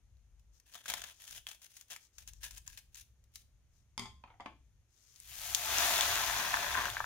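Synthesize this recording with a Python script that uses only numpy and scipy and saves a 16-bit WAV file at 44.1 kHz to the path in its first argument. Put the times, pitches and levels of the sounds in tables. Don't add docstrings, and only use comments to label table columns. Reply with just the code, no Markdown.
import sys
import numpy as np
from scipy import signal
from scipy.fft import rfft, irfft
from scipy.io import wavfile
from scipy.ndimage import uniform_filter1d

SR = 44100
rng = np.random.default_rng(int(sys.argv[2]) if len(sys.argv) > 2 else 0)


def wrap_up_sound(samples):
    columns = np.atleast_2d(samples).T
    tamed = np.clip(columns, -1, 1)
    steps = np.round(tamed * 32767).astype(np.int16)
    wavfile.write(sys.argv[1], SR, steps)


N = 310905

# f/Hz, left-right correlation
LIKENESS = [(60, 0.9), (600, 0.8), (1200, 0.66), (2500, 0.36), (5000, 0.13), (10000, 0.031)]
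# t/s, length/s, mid-stroke level/dB, swell from start to end/dB,
# resonance of the packed bag/dB, ring of the blades/dB
CUTS = [(0.657, 0.16, -68, 9, 2.5, 7.5), (0.737, 0.024, -60, -5, 11, -1),
        (0.855, 0.024, -58.5, -16, 7.5, 5), (0.879, 0.062, -49.5, -17.5, 12, -2),
        (0.942, 0.18, -59, -7, 11.5, 9.5), (1.196, 0.19, -58, 6, 3, -0.5),
        (1.468, 0.087, -61.5, -2, 6.5, 7), (1.616, 0.052, -61, -7.5, 0, 0), (1.695, 0.13, -67, 3, -1, -3),
        (1.9, 0.066, -54.5, -8.5, 7, 5), (2.175, 0.057, -66, 4, 2, 3), (2.276, 0.019, -56.5, -3, -0.5, 2.5),
        (2.428, .055, -51.5, -10.5, 0, 9.5), (2.513, 0.064, -63, 8, 3, 4), (2.66, 0.092, -65, -3.5, -5, 11),
        (2.771, 0.019, -57, 0, -2.5, 6.5), (2.941, 0.077, -58.5, 3.5, -15, 4.5),
        (3.335, 0.081, -70, -5, -7, -13)]
# t/s, level/dB
FLOW = [(5.0, -95), (5.29, -57), (5.43, -47.5), (5.6, -45.5), (5.84, -37.5), (6.12, -41.5), (6.5, -46),
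        (6.85, -49.5), (7.05, -60.5)]
HEAP_FROM_S, HEAP_BUILT_S = 5.21, 5.715


def amp(db):
    return 10 ** (np.asarray(db) / 20)


def read(points, hz):
    f, value = np.transpose(points)
    return np.interp(np.log(hz + 1), np.log(np.abs(f) + 1), value)


def follow(rows):
    return amp(np.interp(np.arange(N) / SR, *np.transpose(rows)))


def envelope(s, length, attack_s, release_s):
    t = np.arange(N) / SR - s
    return np.clip(t / attack_s, 0, 1) * np.exp(-np.maximum(t - length, 0) / release_s)


def add(mix, s, sound):
    part = mix[:, max(round(s * SR), 0):][:, :sound.shape[-1]]
    part += sound[..., :part.shape[1]]


def unit(x):
    return x / np.sqrt(np.sum(x.mean(0) ** 2) + 1e-20)


def blow(x, db):
    return unit(x) * amp(db) * np.sqrt(.003 * SR)


def lean(x, left_db):
    gains = amp([[left_db / 2], [-left_db / 2]])
    return x * gains / gains.mean()


def colour(x, points, size=2048):
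    log_gain = np.log(amp(read(points, abs(np.fft.fftfreq(size, 1 / SR)))))
    taps = np.fft.ifft(np.exp(np.conj(signal.hilbert(log_gain)))).real
    return signal.oaconvolve(x, taps[None, :size // 2], axes=1)[:, :x.shape[1]]


def band(x, hz, width_hz):
    return signal.lfilter(*signal.iirpeak(hz, hz / width_hz, fs=SR), x)


def pair_noise(size):
    a, b = rfft(rng.standard_normal((2, size)))
    hz = np.fft.rfftfreq(size, 1 / SR)
    same = np.clip(read(LIKENESS, hz), -1, 1)
    lag = np.exp(-2j * np.pi * hz * 2.5 / SR)
    right = same * lag * a + np.sqrt(1 - same ** 2) * b
    return irfft(np.array([a, right]), size)


def tick(fade_s, size=1024):
    return unit(pair_noise(size) * np.exp(-np.arange(size) / SR / fade_s))


def ring(hz, fade_s, size=1024):
    t = np.arange(size) / SR
    late = np.maximum(t - np.array([[0], [2 / SR]]), 0)
    build = 1 - np.exp(-(2 * hz * late) ** 2)
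    return unit(np.sin(2 * np.pi * hz * late) * np.exp(-late / fade_s) * build)


def grains(per_s, spread_db, fade_s, points, count=20):
    size = amp(spread_db * np.minimum(rng.exponential(1, N), 4)) * rng.choice([-1, 1], N)
    clicks = size * (rng.random(N) < per_s / SR) / np.sqrt(per_s)
    place = rng.integers(0, count, N)
    shower = np.zeros((2, N))
    for k in range(count):
        here = (clicks * (place == k))[None]
        shower += signal.oaconvolve(here, tick(fade_s, size=512), axes=1)[:, :N]
    return unit(colour(shower, points)) * np.sqrt(N)


def modes(table, size=20000):
    detune = 0.0091
    t = np.arange(size) / SR
    out = np.zeros((2, size))
    for hz, db, t60 in table:
        gap = np.arccos(np.clip(read(LIKENESS, hz), -1, 1)) * rng.choice([-1, 1])
        phase = gap * np.array([[-.5], [.5]])
        shifted = hz * (1 + detune * rng.standard_normal())
        decay = amp(db + 1.5 * rng.standard_normal() - 60 * t / t60)
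        out += decay * np.sin(2 * np.pi * shifted * t + phase)
    return unit(out)


def background():
    # f/Hz, level/dB
    hiss_colour = [(120, -20), (200, -9.5), (450, -12.5), (1000, -17.5), (2200, -17), (3500, -19.5),
                   (5000, -21.5), (6600, -13.5), (7500, -24.5), (12000, -24.5), (16000, -39)]
    rumble_colour = [(15, -20), (30, -4.5), (52, -4.5), (66, 7), (82, -11), (98, 0), (115, -6),
                     (170, -17.5), (300, -32.5), (800, -63)]
    boom_colour = [(15, -27), (30, -14), (44, -4), (52, 2.5), (60, -6), (80, -15), (200, -46), (800, -83.5)]
    # t/s, length/s, rumble level/dB, deep boom level/dB
    handling = [(-.1, 0.63, -68, -66.5), (0.844, 0.1, -62.5, -61.5), (1.266, 0.067, -61.5, -59.5),
                (2.128, 0.61, -65, -61.5), (2.745, 2.05, -68.5, -74.5), (3.938, 0.16, -59, -74)]
    hiss_db, resting_db, pour_db = -83.5, -76.5, -54.5
    pour_from_s, pour_rise_s = 4.98, 1

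    hiss = unit(colour(pair_noise(N), hiss_colour)) * amp(hiss_db)
    filling = amp(pour_db) * np.clip((np.arange(N) / SR - pour_from_s) / pour_rise_s, 0, 1)
    level, deep = np.hypot(amp(resting_db), filling), 0
    for s, length, db, boom_db in handling:
        move = envelope(s, length, attack_s=0.15, release_s=0.079)
        level = np.hypot(level, amp(db) * move)
        deep = np.hypot(deep, amp(boom_db) * move)
    rumble = unit(colour(pair_noise(N), rumble_colour, size=16384)) * level
    boom = unit(colour(pair_noise(N), boom_colour, size=16384)) * deep
    return (lean(hiss, left_db=2.5) + rumble + lean(boom, left_db=5.5)) * np.sqrt(N)


def snap(db, hz, ring_db):
    # f/Hz, level/dB
    crack_colour = [(200, -21), (450, -26), (700, -11), (1100, -11), (1600, -4), (3500, -1), (7000, 4),
                    (8000, -0.5), (16000, -5.5)]
    crack = unit(colour(tick(fade_s=0.0065 / (1 + 2 * amp(ring_db))), crack_colour))
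    return blow(crack + amp(ring_db) * ring(hz, fade_s=3 / hz), db)


def snaps():
    # t/s, level over 3 ms/dB, ring f/Hz, ring over crack/dB
    loud_snaps = [(0.17, -79, 4320, 1), (0.395, -72, 3060, -15), (0.5997, -63, 6100, -6),
                  (0.668, -71, 6940, -4), (0.7382, -55, 4730, 0), (0.753, -47, 3140, -12),
                  (.858, -48, 1520, -0.5), (0.8812, -45.5, 3240, -6), (0.9, -34.5, 3370, -18),
                  (0.9382, -34.5, 3360, -11.5), (0.979, -46.5, 3200, -31), (1.0183, -44.5, 6400, -7),
                  (1.0391, -44, 3050, -14), (1.2783, -49.5, 3080, -2), (1.379, -50.5, 3020, 10),
                  (1.4682, -41, 3250, 4.5), (1.4875, -45, 6600, -18), (1.5135, -48, 3210, -18),
                  (1.7671, -49, 6700, -23), (1.811, -51.5, 6740, -9), (1.931, -53, 3466, -1),
                  (1.9624, -49, 2300, -5), (2.183, -49, 6500, -11), (2.2764, -51, 6400, 1),
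                  (2.335, -56, 7110, -2), (2.442, -48.5, 6360, -28), (2.5088, -48.5, 6300, -19),
                  (2.5798, -48.5, 6000, -11), (2.6775, -45.5, 7060, -0.5), (2.775, -49.5, 6550, -6),
                  (2.946, -54.5, 6440, 2), (3.24, -71, 7100, -11), (3.3568, -45.5, 5540, -10),
                  (5.16, -58.5, 6700, -11), (5.2016, -55.5, 9200, 4), (5.5477, -24, 3450, -4.5),
                  (5.7844, -30.5, 5840, 6), (5.98, -31, 3400, 0), (6.009, -25, 3420, 4),
                  (6.156, -32.5, 3460, 2), (6.8548, -37.5, 2820, 3.5), (6.9008, -38, 3470, -1)]
    small_per_s, small_db = 30, 0.5
    crinkles_per_s, loudest_crinkle_db, held_until_s = 5, -86, 2.6

    out = np.zeros((2, N))
    for s, db, hz, ring_db in loud_snaps:
        add(out, s, snap(db, hz, ring_db))
    for s, length, db, swell_db, _, _ in CUTS:
        for when, pitch in rng.random((round(small_per_s * length), 2)):
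            level_db = db + swell_db * (when - .5) + small_db
            add(out, s + when * length, snap(level_db, hz=3300 * 2 ** pitch, ring_db=-10.5))
    for when, pitch, size in rng.random((round(crinkles_per_s * held_until_s), 3)):
        crinkle = snap(loudest_crinkle_db - 10 * size, hz=3300 * 2 ** pitch, ring_db=-11.5)
        add(out, when * held_until_s, crinkle)
    return lean(out, left_db=5.0)


def rubbing():
    # t/s, length/s, peak level/dB
    rubs = [(0.516, 0.093, -76.5), (1.1, 0.14, -71.5), (1.988, 0.1, -69.5), (2.124, 0.066, -74.5),
            (2.33, 0.08, -77), (3.707, .14, -81), (4.873, 0.45, -72)]
    # f/Hz, level/dB
    rub_colour = [(300, -20), (1500, -9), (2600, -10), (4200, -0.5), (5500, 1.5), (6500, 5.5), (7800, -1.5),
                  (16000, -13.5)]
    t = np.arange(N) / SR
    pressure = np.zeros(N)
    for s, length, db in rubs:
        pressure += amp(db) * np.sin(np.pi * np.clip((t - s) / length, 0, 1))
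    slide = grains(per_s=21000, spread_db=6.5, fade_s=0.00067, points=rub_colour)
    return lean(slide * pressure, left_db=7.5)


def cutting():
    # f/Hz, level/dB
    film_colour = [(150, -12.5), (430, -20.5), (650, -11), (1150, -14.5), (1600, -6), (2600, -2.5),
                   (3200, 0), (4700, -2), (6700, 1), (7700, -6), (10000, -3), (16000, -7.5)]
    attack_s, release_s = 0.0074, 0.0064
    approach_s, approach_db = 0.027, -15.5

    t, push = np.arange(N) / SR, np.zeros(N)
    for s, length, db, swell_db, _, _ in CUTS:
        progress = np.clip((t - s) / length, 0, 1)
        graze = amp(approach_db) * envelope(s - approach_s, approach_s, approach_s, attack_s)
        bite = envelope(s, length, attack_s, release_s)
        push += (amp(db + swell_db * (progress - .5)) * (graze + bite)) ** 2
    slip = uniform_filter1d(rng.standard_normal(N), 300)
    stick = amp(2.6 * slip / slip.std())
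    crackle = grains(per_s=2200, spread_db=2.8, fade_s=.0007, points=film_colour)
    return lean(crackle * np.sqrt(push) * stick, left_db=3.5)


def bag():
    x = cutting() + snaps()
    packed = follow([(s + length / 2, bag_db) for s, length, _, _, bag_db, _ in CUTS])
    ringing = follow([(s + length / 2, ring_db) for s, length, _, _, _, ring_db in CUTS])
    body = band(band(x, hz=720, width_hz=2700), hz=695, width_hz=1700)
    body += 0.5 * band(x, hz=3250, width_hz=540)
    body += .7 * band(x, hz=190, width_hz=200)
    blades = 1.3 * band(x, hz=1660, width_hz=130)
    blades += 1.3 * band(x, hz=980, width_hz=80)
    blades += .7 * band(x, hz=2590, width_hz=130)
    return x + (packed - 1) * body + (ringing - 1) * blades + rubbing()


def scissors():
    # t/s, steel level before a 4 dB cut/dB, hardness (treble limit) f/Hz,
    # wooden knock level/dB, its pitch f/Hz, table thump level before a 3 dB lift/dB,
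    # chatter fade/s, longest ring t60/s
    knocks = [(3.9779, -32, 8500, -54, 860, -51, 0.0012, .3),
              (3.9947, -33.5, 8400, -50, 860, -46, 0.0022, 0.58),
              (4.02, -41, 6000, -58, 860, -48.5, 0.023, 0.14),
              (4.056, -42, 5500, -57, 860, -56, .0078, 0.12),
              (4.2383, -54, 1300, -48.5, 1010, -91, .0035, .2),
              (4.275, -58, 1400, -61, 980, -91, .012, .15), (4.302, -65, 1000, -55, 910, -85, .009, .04),
              (4.34, -74, 800, -61, 800, -86, .006, .04), (4.399, -51, 1100, -45.5, 850, -71, 0.0044, .02),
              (4.405, -49, 4000, -45, 845, -60, .008, .012),
              (4.4594, -47, 2820, -39.5, 858, -64, .004, .012)]
    # f/Hz, level/dB, t60/s
    scissor_modes = [(890, -7, 0.1), (1050, -3, .5), (1230, -9, 0.056), (2030, 0, 0.092), (2203, 1.5, .1),
                     (2400, -10, 0.037), (3190, -1, 0.2), (3270, 0, .22), (3390, 2, .06), (4630, 4, 0.0093),
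                     (4900, -2, 0.07), (5330, 3, .03), (6600, 16.5, 0.016)]
    table_modes = [(72, -28, 0.54), (119.7, 0.5, 0.15), (197, 2, 0.13), (234, 0, 0.15), (367, -5.5, 0.12)]
    # f/Hz, level/dB
    clatter_colour = [(150, -12), (450, -25), (600, -18.5), (850, 10), (1250, 1), (1600, -14), (2200, 5.5),
                      (2800, -9.5), (3400, 5.5), (4100, -10), (4800, 4), (6000, -8.5), (7000, -2.5),
                      (16000, -10.5)]
    # multiple of its pitch, level/dB
    wood_colour = [(.2, -15), (.55, -12), (.72, -12), (1, 1.5), (1.16, -7), (1.32, -6), (1.7, -15),
                   (2.2, -16), (2.45, -9), (2.85, -19), (3.7, -19), (4.9, -33), (18, -60)]

    out = np.zeros((2, N))
    t = np.arange(4000) / SR
    for s, db, hard_hz, wood_db, wood_hz, thump_db, chatter_s, longest_s in knocks:
        contacts = rng.standard_normal(len(t)) * (rng.random(len(t)) < .1) * np.exp(-t / chatter_s)
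        steel = modes([(hz, mode_db, min(t60, longest_s)) for hz, mode_db, t60 in scissor_modes])
        ringing = unit(signal.oaconvolve(steel, contacts[None], axes=1)[:, :20000])
        scrape = unit(colour(tick(fade_s=chatter_s, size=20000), clatter_colour))
        soften = signal.butter(2, min(hard_hz, SR / 3), fs=SR)
        clatter = signal.lfilter(*soften, ringing + amp(5.5) * scrape)
        add(out, s, blow(clatter, db - 4.0))
        wood = [(wood_hz * multiple, part_db) for multiple, part_db in wood_colour]
        add(out, s, blow(colour(tick(fade_s=chatter_s, size=4096), wood), wood_db))
        add(out, s, blow(modes(table_modes), thump_db + 3))
    return lean(out, left_db=1.5)


def landing():
    bare_slime_db = -21.5
    coarser_db_per_s = 3
    t = np.arange(N) / SR
    bare = np.maximum((HEAP_BUILT_S - t) / (HEAP_BUILT_S - HEAP_FROM_S), 0)
    coarser = np.maximum(t - HEAP_BUILT_S, 0)
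    return follow(FLOW) * amp(bare_slime_db * bare + coarser_db_per_s * coarser)


def pour():
    # f/Hz, level/dB
    slide_colour = [(160, -40), (400, -18), (700, -22), (1500, -5), (2800, 0.5), (4700, -0.5), (6700, 1),
                    (7500, -2), (11000, 0), (16000, -1)]
    heap_colour = [(100, -29), (200, -14.5), (400, -8), (520, -10.5), (680, 5.5), (880, 3), (1200, -0.5),
                   (1600, 3.5), (2100, -0.5), (2600, 3), (3000, -2.5), (3500, 3), (4400, -4.5),
                   (6400, -3.5), (7800, -17.5), (16000, -40)]
    t = np.arange(N) / SR
    slide = follow(FLOW)
    flow = slide / slide.max()
    opened = t > FLOW[0][0]
    spill = np.clip((t - HEAP_FROM_S) / (HEAP_BUILT_S - HEAP_FROM_S), 0, 1) ** 3
    hiss_per_s = 2500 + 7000 * spill + 3000 * flow
    hiss = grains(hiss_per_s, spread_db=2.8, fade_s=.0005, points=slide_colour)
    patter = grains(per_s=1000 + 4000 * flow, spread_db=2.8, fade_s=.0012, points=heap_colour)
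    sliding = lean(hiss * slide * amp(2.5), left_db=5.0)
    falling = lean(patter * landing() * amp(2.5), left_db=3.0)
    return opened * (sliding + falling)


def clinks():
    out, land = np.zeros((2, N)), landing()
    for when, pitch, size in rng.random((420, 3)):
        s, hz = 5.3 + 1.3 * when, 1800 * 4 ** pitch
        clink = blow(ring(hz, fade_s=.001), -10 * np.sqrt(size))
        add(out, s, clink * land[int(s * SR)])
    return lean(out * amp(-3.0), left_db=7.0)


def pearls():
    # t/s, level over 3 ms/dB, ring f/Hz
    hard_landings = [(6.175, -33, 1660), (6.5411, -27, 1540), (6.57, -34, 1430), (6.707, -39, 1500),
                     (6.752, -32, 1560), (6.763, -38, 1500), (6.7782, -32, 1040), (6.81, -40, 1080),
                     (6.856, -33.5, 1640), (6.882, -35, 1460), (6.9685, -30.5, 1620), (7.0033, -28.5, 1170),
                     (7.042, -35, 1390)]
    # f/Hz, level/dB
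    pearl_colour = [(150, -13.5), (450, -10.5), (750, -7.5), (1030, 4.5), (1280, -4), (1550, 4.5),
                    (1750, 4.5), (2100, -5.5), (3100, -11), (3480, -4), (3900, -22), (16000, -45)]
    from_s, until_s = 5.63, 6.87
    stream = amp(-43) * envelope(from_s, until_s - from_s, attack_s=0.64, release_s=0.021)
    clump = amp(-36.5) * envelope(6.745, length=0.037, attack_s=0.0042, release_s=0.031)
    tumble = grains(per_s=400, spread_db=2.2, fade_s=0.0013, points=pearl_colour)
    out = tumble * np.hypot(stream, clump)
    dull = signal.butter(2, [650, 2400], "band", fs=SR)
    for s, db, hz in hard_landings:
        knock = unit(colour(tick(fade_s=0.0012), pearl_colour))
        hit = signal.lfilter(*dull, knock + ring(hz, fade_s=.0013))
        add(out, s, blow(hit, db))
    return lean(out, left_db=3.5)


def wall(x):
    echo = np.zeros((2, N))
    add(echo, .00684, signal.lfilter(*signal.butter(1, 3500, fs=SR), x))
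    return echo


def room(x, size=26000):
    # f/Hz, t60/s
    room_t60 = [(150, 0.38), (1000, 0.22), (3500, 0.34), (8000, 0.31), (16000, 0.33)]
    hz, t, z = signal.stft(pair_noise(size), SR, nperseg=256)
    tail = signal.istft(z * amp(-60 * t / read(room_t60, hz)[:, None]), SR, nperseg=256)[1]
    tail *= np.clip((np.arange(tail.shape[1]) / SR - .002) / 0.00086, 0, 1)
    source = (x[0] + x[1]) / 2
    return lean(signal.oaconvolve(source[None], unit(tail), axes=1)[:, :N], left_db=2.0)


def scene():
    film, tool, beads = bag(), scissors(), pour() + clinks() + pearls()
    direct = film + tool + beads
    diffuse = room(amp(-10.0) * film + amp(-3.5) * tool + amp(-9.5) * beads)
    return direct + amp(-16.5) * wall(direct) + diffuse + background()


def record(dry):
    # f/Hz, level/dB
    ports = [(3900, 0), (4600, -1), (5100, 2), (5500, 3), (6300, 7), (7000, 7), (7500, -3.5), (8500, -6),
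             (11000, -1), (15000, 4)]
    left = colour(dry[:1], [(hz, 0.37 * db) for hz, db in ports])
    right = colour(dry[1:], [(hz, -.7 * db) for hz, db in ports])
    treble_limit = signal.firwin(511, 15850, window=("kaiser", 9), fs=SR)
    return signal.oaconvolve(np.vstack([left, right]), treble_limit[None], "same")


dry = scene()
out = record(dry)
wrap_up_sound(out)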